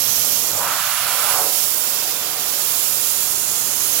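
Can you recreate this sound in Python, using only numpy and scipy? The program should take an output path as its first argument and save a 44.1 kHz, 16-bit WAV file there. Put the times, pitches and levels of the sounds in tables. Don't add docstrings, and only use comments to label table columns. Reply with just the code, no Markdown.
import sys
import numpy as np
from scipy import signal
from scipy.fft import rfft, irfft
from scipy.io import wavfile
from scipy.ndimage import map_coordinates

SR = 44100
rng = np.random.default_rng(int(sys.argv[2]) if len(sys.argv) > 2 else 0)


def wrap_up_sound(samples):
    columns = np.atleast_2d(samples).T
    tamed = np.clip(columns, -1, 1)
    steps = np.round(tamed * 32767).astype(np.int16)
    wavfile.write(sys.argv[1], SR, steps)


N = 176400

# t/s, roar gain/dB, pitch of its hollow f/Hz, how far it covers the jet (0-1)
GLOVE = [(.42, -14, 550, 0), (.52, -7, 637, 0), (.6, 1, 920, .1), (.68, 5.5, 1130, 0.57),
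         (.82, 2, 1360, 0.69), (1.0, 1, 1310, 0.95), (1.12, 0.5, 1310, 0.86), (1.33, 3, 1080, 0.76),
         (1.39, 4, 990, 0.1), (1.45, 0, 760, 0.2), (1.51, -7, 660, 0.08), (1.58, -36, 600, 0)]


def from_db(db):
    return 10 ** (np.asarray(db) / 20)


def in_time(rows):
    times, *columns = np.transpose(rows)
    return [np.interp(np.arange(N) / SR, times, column) for column in columns]


def drift(rate_hz):
    hz = np.fft.rfftfreq(N, 1 / SR)
    slow = irfft(rfft(rng.standard_normal(N)) / (1 + (hz / rate_hz) ** 2), N)
    return slow / slow.std()


def noise(spectrum, alike):
    hz, *columns = np.transpose(spectrum)
    log_hz = np.log(np.fft.rfftfreq(N, 1 / SR) + 1)
    gain = from_db([np.interp(log_hz, np.log(hz), db) for db in columns]) * np.sqrt(SR / 2)
    white = rng.standard_normal((3, N))
    stereo = np.sqrt(1 - alike) * white[:2] + np.sqrt(alike) * white[2]
    return irfft(rfft(stereo) * gain, N)


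def above(x, edge_hz, order):
    rise = (np.fft.rfftfreq(N, 1 / SR) / edge_hz) ** order
    return irfft(rfft(x) * rise / (1 + rise), N)


def resonance(hz, width_hz):
    r = np.exp(-np.pi * width_hz / SR)
    return (1 - r * r) / 2 * np.array([1, 0, -1]), [1, -(1 + r * r) * np.cos(2 * np.pi * hz / SR), r * r]


def high_pass(hz):
    k = np.tan(np.pi * hz / SR)
    feedback = [1 + np.sqrt(2) * k + k * k, 2 * (k * k - 1), 1 - np.sqrt(2) * k + k * k]
    return np.array([1, -2, 1]), feedback


def swept(x, hz, design, block=128, **settings):
    out, state = np.zeros_like(x), np.zeros((2, 2))
    for i in range(0, N, block):
        part = slice(i, i + block)
        out[:, part], state = signal.lfilter(*design(hz[i], **settings), x[:, part], zi=state)
    return out


def lifted(x, lift_db, hz, width_hz):
    return x + (from_db(lift_db) - 1) * signal.lfilter(*resonance(hz, width_hz), x)


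def delayed(x, delay_ms):
    earlier = np.arange(N) - delay_ms * SR / 1000
    return np.array([map_coordinates(side, [earlier], order=3) for side in x])


def yard():
    # f/Hz, base level/dB per Hz
    spectrum = [(25, -101), (45, -94), (68, -75), (90, -73), (180, -77.5), (260, -78.5), (380, -88),
                (1000, -100)]
    # t/s, gain/dB
    swell = [(0, 6.5), (.4, 6), (.53, 8.5), (.72, 7.5), (.85, 5.5), (2, -6), (3.1, -1.5), (3.4, 3.5),
             (4, 4)]
    # f/Hz, level/dB
    tones = [(116, -57.5), (144, -58)]
    waver_hz, flicker_db = 4.07, 1.5
    hum = np.zeros(N)
    for hz, db in tones:
        pitch_hz = hz + waver_hz * drift(rate_hz=9.1)
        hum += from_db(db) * np.sqrt(2) * np.sin(2 * np.pi * np.cumsum(pitch_hz) / SR)
    rumble = noise(spectrum, alike=0.61)
    return hum + rumble * from_db(in_time(swell)[0] + flicker_db * drift(rate_hz=8.1))


def steel_screen(x):
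    # f/Hz, width/Hz, gain/dB
    bands = [(478.4, 7, 7.5), (562.5, 13.5, 6.5), (611, 34, 4), (744, 16.4, 7), (870, 30, -2.5),
             (980, 22, 3), (1178, 17, 2.5), (1302, 19, 3.5), (1464, 76, 2), (1660, 180, -2.5),
             (1700, 53, 3), (2060, 15, 3), (2400, 26, 1), (2810, 48, 5)]
    return x + sum((from_db(db) - 1) * signal.lfilter(*resonance(hz, width), x)
                   for hz, width, db in bands)


def body_echoes(x):
    # delay/ms, strength as a share of the direct sound
    paths = [(.9, 0.11), (3.3, 0.11), (4.2, 0.17), (7.1, 0.12), (11, 0.12), (16.5, 0.12), (23, 0.075)]
    sway_ms = 0.039
    echoes = sum(share * delayed(x, ms + sway_ms * drift(rate_hz=0.73)) for ms, share in paths)
    return (x + echoes) / np.sqrt(1 + sum(share ** 2 for _, share in paths))


def low_rush():
    # f/Hz, base level/dB per Hz
    spectrum = [(100, -90), (200, -75), (400, -72), (550, -72), (900, -68), (1400, -68.5), (2000, -72.5),
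                (3000, -77.5), (5000, -100)]
    # t/s, gain/dB
    turning = [(0, 0), (.5, -.5), (1.5, -0.5), (1.7, -1.5), (1.95, 1), (2.35, 1), (2.7, -.5), (3.15, -1.5),
               (4, 0)]
    covered_db = -6
    _, _, cover = in_time(GLOVE)
    return noise(spectrum, alike=0.59) * from_db(in_time(turning)[0] + covered_db * cover)


def glove_roar():
    # f/Hz, left and right base level/dB per Hz
    spray_spectrum = [(407, -88, -93), (597, -64.5, -70), (810, -61, -64), (1510, -83, -65.5),
                      (2300, -60.5, -60.5), (3340, -73, -58.5), (4500, -85, -62), (6500, -100, -74)]
    base_db, left_right_db, pocket_db = -58, np.array([[.5], [-.5]]), 3.5
    roar_db, hollow_hz, cover = in_time(GLOVE)
    turbulence = noise([(1, base_db)], alike=0.69)
    roar = swept(turbulence, hollow_hz, resonance, width_hz=600)
    for _ in range(2):
        roar = swept(roar, 0.33 * hollow_hz, high_pass)
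    roar = roar - above(roar, edge_hz=2130, order=4)
    roar = roar * from_db(roar_db + left_right_db)
    spray = cover * noise(spray_spectrum, alike=0.69)
    return lifted(roar + spray, pocket_db * cover, hz=1380, width_hz=140)


def torch_angle(plain):
    # t/s, lower f/Hz, its gain/dB, upper f/Hz, its gain/dB
    bright_bands = [(0, 6010, 5, 11700, 6.5), (.42, 6150, 5, 11900, 3.5), (.65, 7300, 1.5, 11400, 3.5),
                    (1.25, 5700, 0, 10600, 2.5), (1.6, 5760, 2.5, 14700, 2), (1.95, 5400, 1, 14500, 5),
                    (2.3, 5500, -1.5, 14300, 4), (2.7, 6850, 2, 13000, 2.5), (3.15, 7040, 4, 12500, 1.5),
                    (3.5, 6960, 8, 9900, 1.5), (4, 6300, 3.5, 10200, 2)]
    # t/s, f/Hz, gain/dB
    dull_band = [(0, 9500, -3), (.7, 9500, -3.5), (1.15, 8450, 0), (1.4, 8400, 0.5), (1.9, 8700, -2),
                 (2.4, 8550, -2.5), (2.9, 8400, -1), (3.5, 8500, 0.5), (4, 8400, -1.5)]
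    lower_hz, lower_db, upper_hz, upper_db = in_time(bright_bands)
    dull_hz, dull_db = in_time(dull_band)
    air = plain + (from_db(lower_db) - 1) * swept(plain, lower_hz, resonance, width_hz=1050)
    air = air + (from_db(upper_db) - 1) * swept(plain, upper_hz, resonance, width_hz=700)
    return air + (from_db(dull_db) - 1) * swept(air, dull_hz, resonance, width_hz=930)


def torch_movement(air):
    # t/s, treble/dB, lower hiss/dB, treble left minus right/dB
    levels = [(0, -23, -25.5, -13), (.33, -22, -26.5, -12), (.55, -25.5, -29, -10.5),
              (.75, -26, -28.5, -14), (1.02, -25.2, -28.5, -15.5), (1.32, -21.5, -25.5, -18),
              (1.5, -22, -27.5, -14), (1.6, -22, -25.5, -14), (1.77, -22.5, -29.5, -14),
              (1.96, -25, -27, -9.5), (2.08, -26, -27.5, -9), (2.32, -27, -28, -8.5),
              (2.65, -23, -28, -11.5), (3.12, -22, -27.5, -14), (3.43, -24.5, -30.5, -10.5),
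              (3.75, -23.5, -29.5, -11.5), (4, -22, -26, -12)]
    # t/s, gain/dB
    sizzle = [(0, 0.5), (.4, 2), (.7, -2), (1, -4), (1.5, 1), (1.97, 1), (2.1, 3), (2.8, -1), (3.2, -5),
              (3.45, -4), (4, -2)]
    treble_trim_db, lower_trim_db, lower_swing_share = -1.04, -1.07, 0.82
    treble_db, lower_db, pan_db = (curve - curve.mean() for curve in in_time(levels))
    treble = above(air, edge_hz=7800, order=12)
    treble = treble + (from_db(in_time(sizzle)[0]) - 1) * above(treble, edge_hz=13400, order=20)
    treble_gain = from_db(treble_trim_db + np.array([treble_db + pan_db, treble_db]))
    lower_gain = from_db(lower_trim_db + lower_swing_share * lower_db)
    return treble * treble_gain + (air - treble) * lower_gain


def jet_hiss():
    # f/Hz, left and right base level/dB per Hz
    spectrum = [(2000, -68.5, -66.5), (2720, -71, -61.5), (4220, -78, -60), (5500, -87, -57.5),
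                (6600, -95, -58.5), (7670, -85.5, -57), (8260, -87, -60), (9860, -74.3, -55.5),
                (11500, -72, -56.5), (13000, -66.5, -55.5), (14300, -69.0, -55.5), (15600, -67, -56.5)]
    # t/s, delay/ms, strength as a share of the direct sound
    glance = [(0, 2.8, 0.15), (1.5, 1.83, .15), (2.4, 2, 0.11), (3.1, 1.5, 0.12), (3.4, 1.44, 0.18),
              (3.65, 1.5, 0.16), (4, 0.98, 0.22)]
    # t/s, gain/dB
    whistle = [(0, -3), (.5, 3.5), (.8, 3), (1.5, 4), (1.85, 5), (2.3, 1), (2.6, 5.5), (3.2, -1.5),
               (3.6, -0.5), (4, 4.5)]
    flutter_db = 0.38
    plain = above(noise(spectrum, alike=.3), edge_hz=1990, order=6)
    air = torch_angle(plain)
    echo_ms, echo_share = in_time(glance)
    air = air + echo_share * delayed(air, echo_ms)
    air = torch_movement(air) * from_db(flutter_db * drift(rate_hz=18))
    return lifted(air, *in_time(whistle), hz=7220, width_hz=250)


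def scene():
    # t/s, gain/dB
    low_dip = [(.74, 1), (.83, -13), (.98, -18), (1.06, 3.5)]
    low = steel_screen(low_rush() + glove_roar()) + yard()
    low = lifted(low, *in_time(low_dip), hz=370, width_hz=330)
    hiss = body_echoes(jet_hiss())
    hiss[:1] = delayed(hiss[:1], delay_ms=.1)
    return low + hiss


def record(dry):
    cutoff_hz = 15800
    return signal.sosfilt(signal.ellip(12, .1, 80, cutoff_hz, fs=SR, output="sos"), dry)


dry = scene()
out = record(dry)
wrap_up_sound(out)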